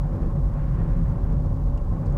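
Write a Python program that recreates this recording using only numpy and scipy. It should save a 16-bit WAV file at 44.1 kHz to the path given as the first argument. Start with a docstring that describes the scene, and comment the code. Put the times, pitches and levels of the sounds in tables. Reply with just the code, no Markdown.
"""Inside a car cruising at a steady speed. Uneven road makes the body boom: low noise that swells and sinks.
Tread drums on panels and cabin air: dull road noise plus narrow resonances, each register with its own level.
The engine hums underneath as a sine and its third harmonic, beside a thin gliding drive-train whine.
A faint high hiss flickers with the peaks of the rumble; trim ticks are decaying bursts of resonant noise.
The recorder's limiter holds down the peaks. All source levels are taken before its make-up gain."""
import sys
import numpy as np
from scipy import signal
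from scipy.fft import irfft, next_fast_len
from scipy.io import wavfile
from scipy.ndimage import uniform_filter1d, minimum_filter1d

SR = 44100
rng = np.random.default_rng(int(sys.argv[2]) if len(sys.argv) > 2 else 0)


def waveform_to_disk(signal):
    """Save audio, clipped to [-1, 1], as 16-bit WAV at the path in sys.argv[1]."""
    frames = np.transpose(np.atleast_2d(signal))
    scaled = np.clip(frames, -1, 1) * 32767
    samples = np.round(scaled).astype(np.int16)
    wavfile.write(sys.argv[1], SR, samples)


N = 96093  # length in samples


def undb(db):
    """Logarithmic level: 20 dB is a factor of ten in amplitude."""
    return 10 ** (np.asarray(db) / 20)


def shaped(gain):
    """Spectral synthesis: random phases under the magnitude gain(Hz) give noise of rms 1."""
    size = next_fast_len(N)
    hz = np.maximum(np.arange(size // 2 + 1) * SR / size, 1)
    random_phase = np.exp(2j * np.pi * rng.random(len(hz)))
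    noise = irfft(gain(hz) * random_phase, size)[:N]
    return noise / np.std(noise)


def coloured(points):
    """Coloured noise: the level is linear in log frequency between points, with silence outside them."""
    f, db = np.array(points).T

    def gain(hz):
        return undb(np.interp(np.log(hz), np.log(f), db, left=-np.inf, right=-np.inf))

    return shaped(gain)


def resonance(centre_hz, width_hz):
    """Resonance: a steep-sided peak selects noise; its full width is width_hz near -3.5 dB."""
    def gain(hz):
        detuning = (hz - centre_hz ** 2 / hz) / (2 * width_hz)
        return 1 / (1 + 2 * detuning ** 2)

    return shaped(gain)


def walk(rate_hz):
    """Slow modulation: Gaussian low-passed noise makes a smooth random drift with spread 1."""
    return shaped(lambda hz: np.exp(-(hz / max(rate_hz, 1)) ** 2))


def curve(rows, t):
    """Piecewise-linear envelope through (time, value) rows."""
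    return np.interp(t, *np.array(rows).T)


# Spectrum of the high hiss, relative: f/Hz, level/dB
HISS_SPECTRUM = [(1500, -8), (3000, -1), (5000, 0), (7000, -3), (10000, -7), (15500, -9)]
HISS_DB, HISS_PULSE_DB = -70.8, 6  # base level; range of the pulsing
HISS_FLICKER_DB, HISS_FLICKER_HZ = 1.7, 400  # spread and rate of the random flicker


def hiss(rumble):
    """Amplitude modulation: a faint high hiss flickers with the peaks of the rumble."""
    power = rumble ** 2 / np.mean(rumble ** 2)
    swing = np.tanh(power / 4)  # saturates on the largest swings
    pulse_db = HISS_PULSE_DB * (swing - swing.mean())
    flicker_db = HISS_FLICKER_DB * walk(HISS_FLICKER_HZ)
    return coloured(HISS_SPECTRUM) * undb(HISS_DB + pulse_db + flicker_db)


# Trim ticks: onset t/s, level/dB (twice the rms at onset), ring f/Hz, bandwidth/Hz, decay time constant/s
TRIM_TICKS = [(1.327, -59, 4800, 2600, 0.0084), (1.458, -62, 4150, 2660, 0.0059),
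              (1.671, -63, 5500, 3480, 0.0043), (1.775, -51, 2820, 300, 0.0075),
              (1.775, -55.5, 5060, 2600, 0.007), (2.0591, -52, 6626, 2000, 0.0013),
              (2.0677, -53.5, 4540, 703.6, 0.004), (2.0676, -50, 7150, 1700, 0.00099),
              (2.1248, -54.5, 6500, 1200, 0.002)]


def trim(t):
    """Damped resonance: small plastic ticks die exponentially in a few milliseconds."""
    ticks = 0
    for onset, db, ring_hz, width_hz, decay in TRIM_TICKS:
        envelope = (t >= onset) * np.exp(-np.abs(t - onset) / decay)
        ticks = ticks + undb(db) / 2 * envelope * resonance(ring_hz, width_hz)
    return ticks


# Drive-train whine, before random drift: t/s, pitch f/Hz, rms level/dB
WHINE_COURSE = [(0, 576, -51.5), (0.45, 571, -51), (0.8, 560, -56), (1.05, 562, -59), (1.15, 565, -54),
                (1.37, 576, -49.5), (1.6, 572, -53.5), (1.95, 572, -54.5), (2.18, 578, -49)]
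WHINE_WANDER, WHINE_WALK_DB = 0.008, 1.4  # spread of pitch (fraction) and of level


def whine(t):
    """Frequency modulation: a thin drive-train tone glides, fades and returns; phase integrates frequency."""
    at, hz, db = np.array(WHINE_COURSE).T
    pitch_hz = np.interp(t, at, hz) * (1 + WHINE_WANDER * walk(11.3))
    phase = 2 * np.pi * np.cumsum(pitch_hz) / SR
    level = undb(np.interp(t, at, db) + WHINE_WALK_DB * walk(7))
    return np.sqrt(2) * level * np.sin(phase)  # root two turns rms into peak


# Engine speed and load, before random drift: t/s, firing rate f/Hz, rms level/dB
ENGINE_COURSE = [(0, 85.38, -42), (0.799, 84.84, -48), (1.1, 83.44, -31.5), (1.35, 86.03, -31.5),
                 (1.701, 85.87, -34.5), (1.9, 85.57, -39), (2.18, 87.2, -32.5)]
ENGINE_WANDER, ENGINE_WALK_DB = 0.0043, 1.5  # spread of firing rate (fraction) and of level
THIRD_DB, THIRD_WALK_DB = -47, 3  # rms level of the third harmonic and its spread


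def engine(t):
    """Harmonic series: a hum at the firing rate follows the load, with a faint phase-locked third harmonic."""
    at, hz, db = np.array(ENGINE_COURSE).T
    firing_hz = np.interp(t, at, hz) * (1 + ENGINE_WANDER * walk(4.5))
    phase = 2 * np.pi * (rng.random() + np.cumsum(firing_hz) / SR)
    firing = undb(np.interp(t, at, db) + ENGINE_WALK_DB * walk(7.1)) * np.sin(phase)
    third = undb(THIRD_DB + THIRD_WALK_DB * walk(6)) * np.sin(3 * phase)
    return np.sqrt(2) * (firing + third)  # root two turns rms into peak


# Spectrum of the broad road roar, relative: f/Hz, level/dB
ROAD_SPECTRUM = [(40, -11), (70, 1), (125, 0.5), (180, -13), (215, -6.5), (285, -15.5), (405, -19.5),
                 (450, -16.5), (620, -24), (760, -21), (950, -25), (1130, -27), (1280, -32), (1550, -36.5),
                 (2000, -44), (2700, -53), (4500, -65)]
# Cabin and panel resonances, before the register contours: f/Hz, bandwidth/Hz, rms level/dB
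CABIN_MODES = [(98, 11.6, -37), (142.05, 20.9, -32.5), (164.5, 8.1, -37.5), (241.3, 7.5, -48.5),
               (321, 24, -51), (369, 36, -55), (530.7, 30, -53), (563, 27, -56), (1067, 60, -58)]
# Contour of the low drone, used relative to its mean: t/s, level/dB before depth scaling
DRONE_CONTOUR = [(0.03, -30), (0.41, -27), (0.631, -30), (0.748, -27), (0.999, -27), (1.12, -24),
                 (1.3, -25), (1.492, -27.5), (1.85, -34), (2.15, -27)]
# Contour of the low middle, used relative to its mean: t/s, level/dB before depth scaling
LOW_MID_CONTOUR = [(0.03, -45.5), (0.14, -32), (0.5, -41.5), (0.68, -40.5), (0.89, -35.5), (0.96, -39),
                   (1.55, -39), (1.79, -43), (1.89, -36.5), (2.15, -35.5)]
# Contour of the middle as the road surface varies, used relative to its mean: t/s, level/dB before depth scaling
SURFACE_CONTOUR = [(0.03, -43), (0.54, -49), (0.57, -40), (0.6, -52), (0.892, -46), (1.0, -50.5),
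                   (1.12, -44.5), (1.24, -48), (2.13, -45.5), (2.15, -42.5)]
# Gain of the upper tyre roar: t/s, level/dB
UPPER_GAIN = [(0.0, 0.5), (.15, 4.5), (.33, 0.5), (.5, -0.5), (.57, 6), (.9, 6), (1.15, 2.5), (1.4, 0.5),
              (1.8, -1.5), (2.0, 2), (2.15, 3.5)]
ROAD_DB, ROAD_WALK_DB = -33.5, 1.25  # level before the contours; spread of its random drift
# Registers from the bottom: upper edge f/Hz, contour, depth (fraction of the contour applied)
REGISTERS = [(195, DRONE_CONTOUR, 0.77), (500, LOW_MID_CONTOUR, 0.74), (1300, SURFACE_CONTOUR, 0.71)]


def tyres(t):
    """Modal excitation: tread gives a broad roar and rings cabin modes; each register follows the surface."""
    rest = coloured(ROAD_SPECTRUM) * undb(ROAD_DB + ROAD_WALK_DB * walk(30))
    for hz, width_hz, db in CABIN_MODES:
        rest = rest + undb(db) * resonance(hz, width_hz)
    roar = 0
    for edge_hz, contour, depth in REGISTERS:
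        low_pass = signal.butter(4, edge_hz, fs=SR, output="sos")
        register = signal.sosfiltfilt(low_pass, rest)  # zero phase, so subtraction splits the bands
        db = curve(contour, t)
        roar = roar + register * undb(depth * (db - db.mean()))
        rest = rest - register
    return roar + rest * undb(curve(UPPER_GAIN, t))


# Spectrum of the body boom, relative: f/Hz, level/dB
BOOM_SPECTRUM = [(14, -32), (24, -11.5), (34, 0.5), (44, 6.5), (54, -3), (70, -13), (110, -32)]
# Level of the boom as the road heaves: t/s, rms level/dB
ROAD_HEAVE = [(0.03, -25), (0.19, -32.5), (0.29, -20), (0.35, -32.5), (0.48, -19.5), (0.56, -28.5),
              (0.7, -25), (0.84, -25.5), (0.98, -21.5), (1.13, -28), (1.37, -23), (1.58, -29.5),
              (1.68, -22), (1.76, -25.5), (1.94, -26), (2.01, -33.5), (2.1, -24), (2.17, -27.5)]


def body(t):
    """Low-frequency body vibration: boom on the suspension swells with each heave of the road."""
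    boom = coloured(BOOM_SPECTRUM)
    local_rms = np.sqrt(uniform_filter1d(boom ** 2, size=4400))  # a tenth of a second
    return boom / local_rms * undb(curve(ROAD_HEAVE, t))


def scene():
    """Superposition: the pressures of all sources add at the dashboard."""
    t = np.arange(N) / SR
    rumble = body(t) + tyres(t) + engine(t)
    return (rumble + whine(t) + hiss(rumble) + trim(t))[None]


MAKEUP_DB, LIMIT_DB = 1.95, -13  # gain ahead of the limiter; its threshold
LIMIT_HOLD_S, TOP_HZ = 0.01, 15700  # span of the gain minimum; upper band edge


def record(dry):
    """Dynamic-range limiting: look-ahead gain holds down the peaks, then a low-pass cuts the top."""
    x = dry * undb(MAKEUP_DB)
    hold = max(int(LIMIT_HOLD_S * SR), 8)
    threshold = undb(LIMIT_DB)
    needed_gain = threshold / np.maximum(np.abs(x), threshold)
    gain = minimum_filter1d(needed_gain, hold)  # centred, so it falls ahead of each peak
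    for _ in range(2):
        gain = uniform_filter1d(gain, hold // 2)
    low_pass = signal.ellip(10, 0.1, 80, TOP_HZ, fs=SR, output="sos")
    return signal.sosfilt(low_pass, x * gain)


dry = scene()
out = record(dry)
waveform_to_disk(out)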